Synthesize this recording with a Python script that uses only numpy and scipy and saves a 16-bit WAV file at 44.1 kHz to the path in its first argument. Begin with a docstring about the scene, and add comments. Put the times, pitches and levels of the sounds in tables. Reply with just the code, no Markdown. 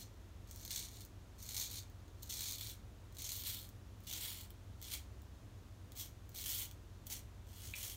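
"""A low machine hum fills a small room, and a safety razor starts to rasp through lathered stubble.
A man shaves in short strokes from jaw to chin: each hair snaps at the blade, rings the razor head and
thuds softly into the skin. Lather pops as the head lands and lifts, and tough hairs catch, then crack.
A low room mode swells once past the middle, and near the end the razor clinks."""
import sys
import numpy as np
from scipy import signal
from scipy.fft import rfft, irfft, next_fast_len
from scipy.io import wavfile
from scipy.ndimage import uniform_filter1d

SR = 44100
rng = np.random.default_rng(int(sys.argv[2]) if len(sys.argv) > 2 else 0)


def master_out(mix):
    """Clip the mix to full scale and print it as 16-bit PCM to the path in sys.argv[1]."""
    frames = np.transpose(np.atleast_2d(mix))
    ceiling = np.clip(frames, -1, 1)
    pcm = np.round(ceiling * 32767).astype(np.int16)
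    wavfile.write(sys.argv[1], SR, pcm)


N = 351036
TIME = np.arange(N) / SR
TOP_HZ = 15780


def gain_of(db):
    """Decibels to amplitude."""
    return 10 ** (np.asarray(db) / 20)


def unit_rms(x):
    """Scales to rms 1."""
    return x / np.sqrt(np.mean(x ** 2) + 1e-20)


def curve_at(points, hz):
    """Reads a curve on a log-frequency axis."""
    f, value = np.transpose(points)
    return np.interp(np.log(hz + 1), np.log(f + 1), value)


def add(mix, s, sound):
    """Mixes a sound in at s seconds."""
    part = mix[max(round(s * SR), 0):][:len(sound)]
    part += sound[:len(part)]


def noise(gain):
    """Noise of rms 1, shaped by a gain that depends on frequency."""
    size = next_fast_len(N, True)
    spectrum = rfft(rng.standard_normal(size)) * gain(np.fft.rfftfreq(size, 1 / SR))
    return unit_rms(irfft(spectrum, size)[:N])


def wander(hz):
    """Smooth random modulation, rolling off above hz."""
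    return noise(lambda f: 1 / (1 + (f / hz) ** 4))


def ring(gain, size=2048):
    """Minimum-phase click response of energy 1, from its spectrum."""
    log_gain = np.log(np.maximum(gain(abs(np.fft.fftfreq(size, 1 / SR))), 1e-5))
    response = np.fft.ifft(np.exp(np.conj(signal.hilbert(log_gain)))).real[:size // 2]
    return response / np.linalg.norm(response)


def bursts(events, trail, decay_s, per_s):
    """Each event is one click with a quickly dying trail of smaller ones."""
    clicks, t = np.zeros(N), np.arange(SR // 50) / SR
    for s, db in events:
        crackle = rng.choice([-1, 1], len(t)) * (rng.random(len(t)) < per_s / SR)
        burst = trail * crackle * np.exp(-t / decay_s)
        burst[0] = 1
        add(clicks, s, gain_of(db) * burst)
    return clicks


# Partials of the machine hum: f/Hz, rms level/dB
HUM_PARTIALS = [(45, -62.5), (89.7, -60), (179.5, -76.5), (207, -78.5)]


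def machine_hum(waver=0.13, drift_rad=0.27):
    """A machine drones low, each partial wavering in level and phase."""
    hum = np.zeros(N)
    for hz, db in HUM_PARTIALS:
        level = 1 + waver * wander(0.98)
        phase = 2 * np.pi * hz * TIME + drift_rad * wander(0.46)
        hum += gain_of(db) * unit_rms(level * np.sin(phase))
    return hum


# EQ of the room's low rumble: f/Hz, relative level/dB
RUMBLE_EQ = [(15, -30), (28, -15), (36, -19), (52, -10), (66, -3.5), (84, -12.5), (102, 0.5), (116, -5),
             (132, -17), (165, -17.5), (300, -17.5), (420, -23), (800, -28.5), (1500, -46.5)]
# EQ of the room's airy hiss: f/Hz, relative level/dB
HISS_EQ = [(410, -9), (700, -2), (797, -12.5), (907, -1.5), (1180, -2), (1370, -3.5), (1450, -4),
           (1970, -6), (2130, -8), (3680, -8.5), (4890, -12.5), (6680, -11.5), (10500, -25.5), (12400, -22),
           (15500, -45)]


def room_tone(rumble_db=-57.5, hiss_db=-69.5, boom_hz=65.1, rest_db=-63.5, swollen_db=-54):
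    """The air rumbles and hisses faintly; a low room mode booms under it and swells once."""
    rumble = gain_of(rumble_db) * noise(lambda f: gain_of(curve_at(RUMBLE_EQ, f)))
    start_s, end_s, fade_s = 4.88, 5.34, 0.091
    swell = np.clip(np.minimum(TIME - start_s, end_s - TIME) / fade_s, 0, 1)
    mode = unit_rms(np.sin(2 * np.pi * boom_hz * TIME + wander(hz=6.3)))
    boom = gain_of(rest_db + (swollen_db - rest_db) * swell) * mode
    hiss = gain_of(hiss_db) * noise(lambda f: gain_of(curve_at(HISS_EQ, f)))
    return rumble + boom + hiss


def pull_envelope(start, crest, lift, db, swell_db, sag_db):
    """One pull: the head grazes the lather, the blade bites, the rasp swells, sags and lifts off."""
    graze_s, graze_db, bite_s, release_db_per_s = 0.03, -16.5, 0.0072, 360
    graze = gain_of(graze_db) * np.clip(2 * (TIME - start) / graze_s + 3.2, 0, 1)
    bite = np.clip((TIME - start) / bite_s + .5, 0, 1)
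    swell = swell_db * np.clip((crest - TIME) / max(crest - start, .001), 0, 1)
    sag = sag_db * np.clip((TIME - crest) / max(lift - crest, .001), 0, 1)
    release = release_db_per_s * np.maximum(TIME - lift, 0)
    return np.maximum(graze, bite) * gain_of(db - swell - sag - release)


# Razor pulls, one to three a stroke: start t/s, crest t/s, lift-off t/s, drive level/dB, swell/dB,
# sag/dB, treble trim/dB, guard ring boost/dB, blade ring boost/dB
RAZOR_PULLS = [(0.0, 0.034, 0.026, -55.5, -2, 4, -4, -1, -2.5),
               (0.471, 0.65, .672, -57, 10.5, 3.5, -3.5, -4, 1),
               (0.697, 0.768, 0.88, -43.5, 3, 12, -6, -1, -1),
               (0.894, 1.005, 0.98, -56, 6.5, -11.5, -5, -1, -3),
               (1.383, 1.613, 1.71, -40.5, 21.5, 18, -3.5, -2.5, -1),
               (1.698, 1.785, 1.788, -48.5, 2, 1.5, -4.5, 0.5, -2),
               (2.224, 2.23, 2.28, -60, -3.5, 11, 1, 0, -.5),
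               (2.291, 2.515, 2.55, -45.5, 1, 3, -4.5, 0, -1.5),
               (2.58, 2.69, 2.706, -50.5, 1, 1, -1.5, 2, -4.5),
               (3.183, 3.286, 3.346, -47, 4, 3.5, -6, 0.5, 2.5),
               (3.334, 3.34, 3.425, -49, 1, 3, 1.5, 0, -2), (3.444, 3.472, 3.65, -44, 9, 16, 0.5, 5, -6),
               (4.07, 4.125, 4.183, -47, 4.5, -1, -5, 4, 1.5),
               (4.201, 4.246, 4.434, -43, 2.5, 12.5, -5.5, 0, -11),
               (4.823, 4.84, 4.885, -51.5, 2, 0, -18, -0.5, -1),
               (4.888, 4.937, 4.95, -40.5, 13.5, 4, -6.5, 0, -4.5),
               (5.954, 6.004, 6.07, -46.5, 12.5, 16.5, -1, 2.5, 1),
               (6.345, 6.389, 6.455, -49, 5.5, 1.5, -1, 1.5, 0),
               (6.454, 6.52, 6.635, -44.5, 2, 3, 0, 1, -1),
               (7.098, 7.13, 7.178, -45, 1.5, 11, -5, -2.5, 0.5),
               (7.468, 7.657, 7.78, -51, 15.5, 12.5, -9, -3, -2),
               (7.752, 7.846, 7.935, -46, 5, 7.5, -4.5, -0.5, -0.5)]


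def rasp_envelope():
    """The strongest pull at each moment drives the rasp."""
    return np.max([pull_envelope(*row[:6]) for row in RAZOR_PULLS], axis=0)


def grip(glide_s=0.063):
    """The grip sets treble, guard ring and blade ring in dB, gliding from pull to pull."""
    start, _, _, _, _, _, *colours_db = np.transpose(RAZOR_PULLS)
    pull_now = np.maximum(np.searchsorted(start - glide_s / 2, TIME) - 1, 0)
    return [uniform_filter1d(db[pull_now], int(glide_s * SR)) for db in colours_db]


# The razor's path over the face: t/s, position (0 jaw, 1 chin)
RAZOR_PATH = [(0, .1), (2.4, 0.12), (3.3, 0.39), (3.5, 0.46), (4.1, 0.76), (6.4, 0.71), (6.6, 1)]


def chin_share():
    """How far the razor has travelled from jaw to chin."""
    return np.interp(TIME, *np.transpose(RAZOR_PATH))


def stubble(jaw_hairs_per_s=1300, chin_hairs_per_s=2400, slide=0.4, crossover_hz=9500):
    """The blade cuts hairs in clumps, more on a stronger stroke, over a faint slide on the skin."""
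    envelope = rasp_envelope()
    hairs_per_s = np.interp(chin_share(), [0, 1], [jaw_hairs_per_s, chin_hairs_per_s])
    cuts_per_s = hairs_per_s * (envelope / envelope.max()) ** .55 + 80
    thickness_db = 1.5 * np.minimum(rng.exponential(1, N), 3.5)
    clump_db = 1.5 * wander(hz=100)
    cuts = gain_of(thickness_db + clump_db) * rng.choice([-1, 1], N) * (rng.random(N) < cuts_per_s / SR)
    cuts /= np.sqrt(abs(uniform_filter1d(cuts ** 2, size=1800)) + 1e-4)  # the hand keeps a steady pull
    force = envelope * blade_stall() * (cuts + slide * rng.standard_normal(N))
    treble = gain_of(grip()[0] + 2.5)
    sparkle = unit_rms(gain_of(4 * np.clip(rng.standard_normal(N), -2, 2)))  # cleaner cuts are brighter
    low, high = (signal.butter(2, crossover_hz, kind, fs=SR, output="sos") for kind in ("low", "high"))
    return signal.sosfiltfilt(low, force) + signal.sosfiltfilt(high, force * treble * sparkle)


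# Resonances of the razor head: f/Hz, width/Hz, boost/dB
HEAD_RESONANCES = [(2370, 110, 3), (2590, 310, -6.5), (3200, 180, -1), (3540, 150, 4), (4120, 400, 2),
                   (4480, 230, 3.5), (4790, 650, -2), (5600, 240, 2.5), (6260, 270, 6), (6720, 220, 2.5),
                   (7260, 150, 2), (10420, 590, -7.5)]
# EQ of a hair cut on the side of the jaw: f/Hz, relative level/dB
JAW_EQ = [(710, -55), (1200, -30), (2090, -13.5), (2270, -6.5), (2710, -11), (3510, -2.5), (4310, 0.5),
          (4800, -5), (6510, -0.5), (7570, -3.5), (9210, -5), (10500, -9), (12500, -7), (14200, -1),
          (16000, -34)]
# EQ of a hair cut on the chin: f/Hz, relative level/dB
CHIN_EQ = [(710, -28), (1200, -38), (1410, -16.5), (1520, -20), (2060, -10.5), (2350, -8), (2620, -6.5),
           (3320, 0.5), (3620, -7.5), (4310, -6.5), (4800, -7), (6950, -5.5), (10500, -4.5), (14200, -2),
           (16000, -0.5)]
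# EQ of the skin's soft thud under a cut: f/Hz, relative level/dB
SKIN_EQ = [(150, -40), (500, -33), (900, -17.5), (1400, -24.5), (2500, -46), (5000, -54)]
# Rings that the grip frees or damps, guard then blade: f/Hz, width/Hz
GRIP_RINGS = [(3450, 1400), (6300, 1800)]


def razor_head(clicks, cutoff_hz=15900, detune=0.037, ripple_db=2.0, hop_s=.005, spots=7):
    """Clicks ring the head and thud into the skin; each spot along the blade has its own colour."""
    hz = np.fft.rfftfreq(2048, 1 / SR)
    chin = chin_share()
    # the cutting hops at random along the edge
    spot_now = rng.integers(0, spots, N)[np.cumsum(rng.random(N) < 1 / (hop_s * SR))]
    ripples = uniform_filter1d(uniform_filter1d(rng.standard_normal((spots, len(hz))), 50), 40)
    ripples = np.array([unit_rms(row) for row in ripples])
    ripples -= ripples.mean(axis=0)
    thud = gain_of(curve_at(SKIN_EQ, hz))
    rolloff = np.sqrt(1 + (hz / cutoff_hz) ** 40)
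    sound = np.zeros(N)
    for spot, tune in enumerate(1 + detune * np.linspace(-1, 1, spots)):
        head_db = ripple_db * ripples[spot]
        for centre, width, db in HEAD_RESONANCES:
            head_db += db / (1 + (2 * (hz - centre * tune) / width) ** 2)
        for eq, share in [(JAW_EQ, 1 - chin), (CHIN_EQ, chin)]:
            cut = gain_of(curve_at(eq, np.minimum(hz, 14500)) + head_db)
            response = ring(lambda f: np.interp(f, hz, (cut + thud) / rolloff))
            sound += signal.oaconvolve(clicks * share * (spot_now == spot), response)[:N]
    for (centre, width), boost_db in zip(GRIP_RINGS, grip()[1:]):
        band = signal.lfilter(*signal.iirpeak(centre, centre / width, SR), sound)
        sound += (gain_of(boost_db) - 1) * band
    return sound


# Cues for the lather pops: t/s, relative level/dB
LATHER_POPS = [(.512, -38), (.561, -36), (.6505, -34), (1.0507, -37.5), (1.4267, -38), (1.442, -48),
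               (1.899, -49), (2.2318, -33), (3.186, -35), (3.6905, -40), (4.005, -48), (4.827, -33.5),
               (5.219, -48), (6.293, -43), (6.35, -45), (6.493, -27), (7.0687, -32.5), (7.8988, -34)]
# EQ of a bursting film of foam: f/Hz, relative level/dB
POP_EQ = [(500, -33), (2500, -26), (4000, -17.5), (6500, -8.5), (10400, -16), (13000, -8), (16000, -2)]


def lather(trim_db=1, ticks_per_s=35):
    """Foam films burst brightly and set off tiny bubbles; small ones break under the moving head."""
    pop = ring(lambda f: gain_of(curve_at(POP_EQ, f)) / np.sqrt(1 + (f / TOP_HZ) ** 40))
    films = bursts(LATHER_POPS, trail=0.2, decay_s=0.0027, per_s=4900)
    ticks = rng.random(N) < ticks_per_s / SR
    over_rasp_db = 7 + 1.5 * np.minimum(rng.exponential(1, N), 3)
    small_films = ticks * gain_of(over_rasp_db) * rasp_envelope()
    return gain_of(trim_db) * signal.oaconvolve(films + small_films, pop / abs(pop).max())[:N]


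# Cues for the head landing or lifting: t/s, drive level/dB
SKIN_TAPS = [(.512, -34), (1.428, -33), (2.081, -48), (2.2315, -33.5), (3.125, -42.5), (3.169, -32),
             (4.069, -37), (4.505, -33.5), (4.816, -31.5), (5.9205, -33), (6.7125, -33.5), (7.07, -31)]


def skin_taps():
    """The head touches or leaves the skin with a short, dry click."""
    return bursts(SKIN_TAPS, trail=0.28, decay_s=0.0019, per_s=9800)


# Cues for the toughest hairs: t/s, drive level/dB
HAIR_SNAPS = [(0.6516, -30), (0.678, -29), (0.7072, -23.5), (0.7607, -21), (0.7744, -26), (0.7925, -25),
              (1.4903, -26), (1.5452, -24.5), (1.5664, -20.5), (1.5987, -21.5), (1.6112, -23.5),
              (1.712, -32), (2.2966, -31), (2.372, -33), (2.407, -22.5), (2.4573, -27), (2.5226, -25),
              (2.61, -27), (3.22, -29.5), (3.244, -28.5), (3.2914, -25), (3.3188, -23.5), (3.4368, -26.5),
              (4.113, -29), (4.1279, -28), (6.4404, -28), (6.46, -25.5), (7.8296, -25), (7.898, -29.5)]


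def hair_snaps():
    """A tough hair lets go with a crack and its neighbours follow."""
    return bursts(HAIR_SNAPS, trail=0.47, decay_s=0.004, per_s=6000)


def blade_stall(depth=0.68, hang_s=0.0112):
    """The blade hangs on each tough hair, ducking the rasp just before the snap."""
    speed = np.ones(N)
    for s, _ in HAIR_SNAPS:
        add(speed, s - hang_s, -depth * np.hanning(int(hang_s * SR)) ** .5)
    return np.maximum(speed, 0)


# Knocks on the razor head: t/s, peak level/dB
HEAD_KNOCKS = [(7.7377, -34), (7.7465, -41)]
# Modes of the knocked head: f/Hz, relative level/dB, t60/s
KNOCK_MODES = [(2434, 3, 0.039), (2536, 1, 0.045), (2990, -13, 0.068), (3370, -11, 0.045),
               (3820, -6, 0.019)]


def clink(rise_s=0.00033):
    """Two knocks in quick succession ring the razor head as one brief clink."""
    out, t = np.zeros(N), np.arange(SR // 4) / SR
    tone = sum(gain_of(db - 60 * t / t60) * np.sin(2 * np.pi * (hz * t + rng.random()))
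               for hz, db, t60 in KNOCK_MODES)
    tone *= 1 - np.exp(-(t / rise_s) ** 2)
    for s, db in HEAD_KNOCKS:
        add(out, s, gain_of(db) * tone / abs(tone).max())
    return out


# Reverb time of the small room: f/Hz, t60/s
ROOM_DECAY = [(500, 0.78), (3000, 0.23), (8000, 0.23), (15000, 0.13)]


def echoes(x, early_db=-8, tail_db=-7, early_s=.012):
    """Near walls throw back a few single echoes and a short, dense tail."""
    size = SR // 2
    taps = rng.choice([-1., 1.], size) * (rng.random(size) < 4000 / SR) * (TIME[:size] > .004)
    hz, t, bands = signal.stft(taps, SR, nperseg=256)
    decay = gain_of(-60 * t / curve_at(ROOM_DECAY, hz)[:, None])
    tail = signal.istft(bands * decay, SR, nperseg=256)[1][:size]
    response = gain_of(tail_db) * tail / np.linalg.norm(tail)
    delays = rng.uniform(.001, early_s, size=8)
    for s in delays:
        add(response, s, gain_of([early_db]) / np.sqrt(len(delays)))
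    return signal.oaconvolve(x, response)[:N]


def scene(sway_hz=2.7, poses=5):
    """The shave over hum and room tone; the echoes crossfade as hand and head move."""
    shave = razor_head(stubble() + hair_snaps() + skin_taps()) + lather() + clink()
    pose_phases = np.arange(poses)[:, None] / poses
    sends = np.maximum(np.cos(2 * np.pi * (sway_hz * TIME - pose_phases)), 0) ** 3
    sends /= np.linalg.norm(sends, axis=0)  # equal power
    reverb = sum(echoes(shave * send) for send in sends)
    return (shave + reverb + machine_hum() + room_tone())[None]


def record(dry):
    """A steep low-pass trims the very top of the mix."""
    lowpass = signal.firwin(511, TOP_HZ, window=("kaiser", 9), fs=SR)
    return signal.oaconvolve(dry, lowpass[None], "same")


dry = scene()
out = record(dry)
master_out(out)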